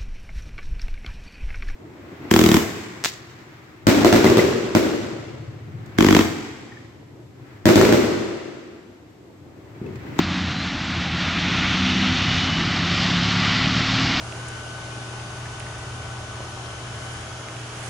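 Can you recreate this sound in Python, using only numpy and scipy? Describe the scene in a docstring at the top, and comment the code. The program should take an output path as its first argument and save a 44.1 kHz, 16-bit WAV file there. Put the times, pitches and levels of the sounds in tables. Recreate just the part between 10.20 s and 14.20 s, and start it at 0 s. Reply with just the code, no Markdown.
"""Diesel lorry beyond an open field

A lorry accelerates along a road, its exhaust harmonics climbing through fixed resonances, while a
second engine drones in the rumble of traffic. Tyre roar and hiss swell as the vehicles near.
Early on a bird chirps once and something ticks faintly; later a thin squeal rides on the roar."""
import sys
import numpy as np
from scipy import signal
from scipy.fft import rfft, irfft
from scipy.io import wavfile

SR = 44100
rng = np.random.default_rng(int(sys.argv[2]) if len(sys.argv) > 2 else 0)


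def pcm_store(signal):
    """Save signal as 16-bit PCM."""
    levels = np.round(np.clip(np.atleast_2d(signal), -1, 1) * 32767)
    wavfile.write(sys.argv[1], SR, levels.astype(np.int16).T)


N = 176400
TIME_S = np.arange(N) / SR


def from_db(db):
    """Decibels to gain."""
    return 10 ** (np.asarray(db) / 20)


def envelopes(rows):
    """Breakpoints, with seconds first, become one curve for each further column."""
    times_s, *columns = np.transpose(rows)
    return [np.interp(TIME_S, times_s, column) for column in columns]


def coloured_noise(gain_at):
    """Noise shaped by a gain at each frequency, then scaled to unit rms."""
    hz = np.maximum(np.arange(N // 2 + 1) * SR / N, 1e-3)
    noise = irfft(rfft(rng.standard_normal(N)) * gain_at(hz), N)
    return noise / np.sqrt(np.mean(noise ** 2) + 1e-20)


def drift(rate_hz):
    """Random wander of unit rms, mostly slower than the given rate."""
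    return coloured_noise(lambda hz: 1 / (1 + (hz / rate_hz) ** 2))


def swell(colour, level):
    """Noise of one colour that rides a level curve and wavers in the air."""
    points_hz, points_db = np.transpose(colour)
    noise = coloured_noise(
        lambda hz: from_db(np.interp(np.log(hz), np.log(points_hz), points_db, left=-70, right=-70)))
    level_db, = envelopes(level)
    gust_db = .71 * drift(rate_hz=8)
    return noise * from_db(level_db + gust_db)


def tone(pitch_hz, level_db):
    """A sine that follows a pitch and an rms level."""
    return np.sqrt(2) * from_db(level_db) * np.sin(2 * np.pi * np.cumsum(pitch_hz) / SR)


def crank_angle(speed_hz):
    """Angle in radians of a crankshaft that turns slightly unevenly."""
    jitter = .0015 * drift(rate_hz=12.7)
    return 2 * np.pi * np.cumsum(speed_hz * (1 + jitter)) / SR


def engine_order(angle, level_db):
    """One engine harmonic with a fluttering level."""
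    flutter_db = 1.2 * drift(rate_hz=4)
    return np.sqrt(2) * from_db(level_db + flutter_db) * np.sin(angle + 2 * np.pi * rng.random())


def lorry():
    """Crankshaft orders bloom as they cross exhaust resonances; throb and rush pulse with the firing."""
    # crankshaft speeding up: time_s, speed_hz (turns a second)
    acceleration = [(0, 30.6), (.45, 29.8), (.7, 30), (1.0, 29.6), (1.3, 29.9), (1.5, 31.1), (1.75, 31.6),
                    (2.0, 31.8), (2.3, 33.1), (2.9, 35), (3.25, 36), (3.6, 37.4), (4, 38.4)]
    # exhaust fader: time_s, gain_db
    exhaust_fader = [(0, -2), (.2, -1.5), (.35, -9), (.7, -7), (1.1, -8), (1.55, -.5), (1.9, 0),
                     (2.15, -2.5), (2.9, -1), (3.7, -1), (4, -2)]
    # crankshaft orders from the second up: far_gain_db, near_gain_db
    orders = [(-12, 1), (3, 1), (-6, 3), (-12, 0), (0, -3), (-1, 1), (1, -2), (-1, -9), (2, -4)]
    # exhaust resonances: centre_hz, width_hz, far_peak_db, near_peak_db
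    exhaust_modes = [(93, 18, -38, -38), (112.5, 7, -29, -28), (146, 25, -38.5, -37.5),
                     (176, 9, -26, -24.5), (189.5, 6, -28, -42), (254, 10, -32, -32), (264, 11, -31, -30.5),
                     (303, 16, -39, -48), (343, 16, -46, -46)]
    # Each noise has a colour (frequency_hz, relative_db) and a level (time_s, level_db).
    # low throb, growing as the lorry nears
    throb_colour = [(80, -24.5), (125, 2.5), (180, -1.5), (215, 1), (270, -10), (450, -24.5)]
    throb_level = [(1.2, -36.5), (2.1, -33.5), (3.0, -34.5), (4, -28)]
    # bright rush of the lorry in the second half
    rush_colour = [(300, -18), (500, -19), (720, -3), (900, -12), (1130, -0.5), (1600, -11.5),
                   (1900, -12.5), (2550, -12), (2850, 2), (3600, 0), (4500, -3), (5100, -4.5), (5600, -8.5),
                   (6100, -12.5), (7700, -23.5), (9000, -49.5)]
    rush_level = [(1.5, -66), (2.1, -32.5), (2.5, -31), (2.75, -26.5), (3.1, -27.7), (3.6, -27), (4, -26)]
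    speed_hz, = envelopes(acceleration)
    fader_db, = envelopes(exhaust_fader)
    far_until_s, near_from_s = 1.85, 2.07
    nearness = np.interp(TIME_S, [far_until_s, near_from_s], [0, 1])
    resonances = [(hz, width, from_db(far_db + nearness * (near_db - far_db)))
                  for hz, width, far_db, near_db in exhaust_modes]
    angle = crank_angle(speed_hz)
    exhaust = 0
    for order, (far_db, near_db) in enumerate(orders, 2):
        power = sum(peak ** 2 / (1 + (2 * (order * speed_hz - hz) / width) ** 2)
                    for hz, width, peak in resonances)
        drive_db = fader_db + far_db + nearness * (near_db - far_db)
        exhaust += np.sqrt(power) * engine_order(order * angle, drive_db)
    firing_pulse = 1 + .17 * np.cos(3 * angle)  # three firings a turn
    return exhaust + (swell(throb_colour, throb_level) + swell(rush_colour, rush_level)) * firing_pulse


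def second_engine():
    """A steady drone that fires twice a turn; its firing note dies away late on."""
    # near-constant running: time_s, speed_hz (turns a second), gain_db
    running = [(0, 43, -3), (.5, 42, -4), (.8, 41.5, -.5), (1.05, 41.2, -1), (1.5, 42, -1.5),
               (2.0, 42.5, -1), (2.5, 42.8, -1.5), (3.1, 43, -1), (3.4, 43.1, -6), (3.7, 43.2, 0),
               (4, 42.8, -1)]
    # crankshaft orders from the first up: level_db before that gain
    orders = [-55.5, -34.5, -42.5, -37.5, -51.5, -42.5, -55.5, -49.5]
    speed_hz, gain_db = envelopes(running)
    angle = crank_angle(speed_hz)
    fade_start_s, fade_db_per_s = 2.7, 37
    fade_db = fade_db_per_s * np.maximum(TIME_S - fade_start_s, 0)
    return sum(engine_order(order * angle, level_db + gain_db - fade_db * (order == 2))
               for order, level_db in enumerate(orders, 1))


def tyres():
    """Tyres rolling on the road: a roar, topped first by rasp and then by hiss."""
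    # Each noise has a colour (frequency_hz, relative_db) and a level (time_s, level_db).
    # midrange roar of tyre and road
    roar_colour = [(350, -7), (520, -15.5), (700, -6.5), (920, -10), (1130, -3.5), (1380, -0.5),
                   (1680, -6.5), (1880, 1), (2300, -0.5), (2600, -3.5), (3000, -5.5), (4000, -19)]
    roar_level = [(0, -45), (.6, -41), (1.0, -31), (1.2, -29), (1.43, -27), (1.7, -30.5), (2.12, -27.5),
                  (2.3, -31.5), (2.5, -30), (2.8, -29), (3.15, -26.5), (3.6, -27.5), (4, -28)]
    # rasp on the first swell
    rasp_colour = [(1700, -28.5), (2500, -2.5), (3100, -0.5), (3600, 0.5), (3900, -6), (4300, -5.5),
                   (4750, -11.5), (5400, -11), (6100, -14), (7000, -23), (8500, -42)]
    rasp_level = [(0, -62.5), (.6, -41.5), (1.1, -33.5), (1.4, -28), (1.65, -27.5), (1.9, -27.5),
                  (2.2, -28), (2.5, -45), (3, -41)]
    # bright hiss of the lorry's tyres as it comes into the open
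    hiss_colour = [(2600, -18), (3700, -1), (4900, 0), (5800, -13), (7500, -28)]
    hiss_level = [(2.95, -57), (3.15, -38), (3.38, -34.5), (3.55, -40), (3.9, -35)]
    return swell(roar_colour, roar_level) + swell(rasp_colour, rasp_level) + swell(hiss_colour, hiss_level)


def traffic():
    """An unbroken bed of low rumble and far-off vehicles."""
    # Each noise has a colour (frequency_hz, relative_db) and a level (time_s, level_db).
    # low rumble
    rumble_colour = [(20, -23.5), (35, -10.5), (52, -2), (75, -1.5), (105, 1.5), (150, -1), (190, 2),
                     (240, -3.5), (285, -3), (345, -5), (400, -16.5), (520, -25.5), (900, -48)]
    rumble_level = [(0, -32.5), (.4, -33.5), (1.001, -33.5), (1.6, -29.5), (2.5, -29), (3.2, -32),
                    (4, -28.5)]
    # broad wash of far traffic
    far_colour = [(350, -22.5), (480, -9.5), (740, -0.5), (950, -4), (1330, 0.5), (2000, -1.5),
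                  (3000, -2.5), (4000, -3.5), (5000, -9.5), (6000, -14), (7000, -20.5), (8200, -31.5),
                  (9000, -54)]
    far_level = [(0, -28), (.4, -30), (.7, -29.5), (1.4, -28.5)]
    return swell(rumble_colour, rumble_level) + swell(far_colour, far_level)


def bird():
    """One clean note that rises in two steps."""
    # the chirp's contour: time_s, pitch_hz, level_db
    chirp = [(.335, 3780, -120), (.35, 3860, -44), (.38, 4025, -35.5), (.402, 4025, -39),
             (.43, 4150, -37.5), (.48, 4200, -120)]
    return tone(*envelopes(chirp))


def tick():
    """Two high modes ring briefly, fading softly in and out."""
    # ringing modes: pitch_hz, level_db
    modes = [(7354, -50), (8660, -69)]
    centre_s, length_s = .65, .026
    window = np.cos(np.pi * np.clip((TIME_S - centre_s) / length_s, -.5, .5))
    return window * sum(tone(np.full(N, pitch_hz), level_db) for pitch_hz, level_db in modes)


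def squeal():
    """A thin, unsteady tone that creeps up in pitch over three swells."""
    # the squeal's contour: time_s, pitch_hz, level_db
    contour = [(1.55, 2910, -90), (1.7, 2920, -40), (1.9, 2930, -33.5), (1.97, 2935, -44),
               (2.04, 2938, -41), (2.1, 2945, -29.5), (2.2, 2965, -34), (2.27, 2952, -35),
               (2.37, 2963, -30.5), (2.43, 2966, -39), (2.7, 2966, -90)]
    pitch_hz, level_db = envelopes(contour)
    return tone(pitch_hz + 4 * drift(rate_hz=40), level_db + 1.2 * drift(rate_hz=25))


def scene():
    """Everything reaches one small microphone, alike in both channels."""
    mono = lorry() + second_engine() + tyres() + traffic() + bird() + tick() + squeal()
    return np.array([mono, mono])


def record(dry):
    """A steep low-pass takes off the top end."""
    cutoff_hz = 8900
    return signal.sosfilt(signal.ellip(10, .1, 90, cutoff_hz, fs=SR, output="sos"), dry)


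dry = scene()
out = record(dry)
pcm_store(out)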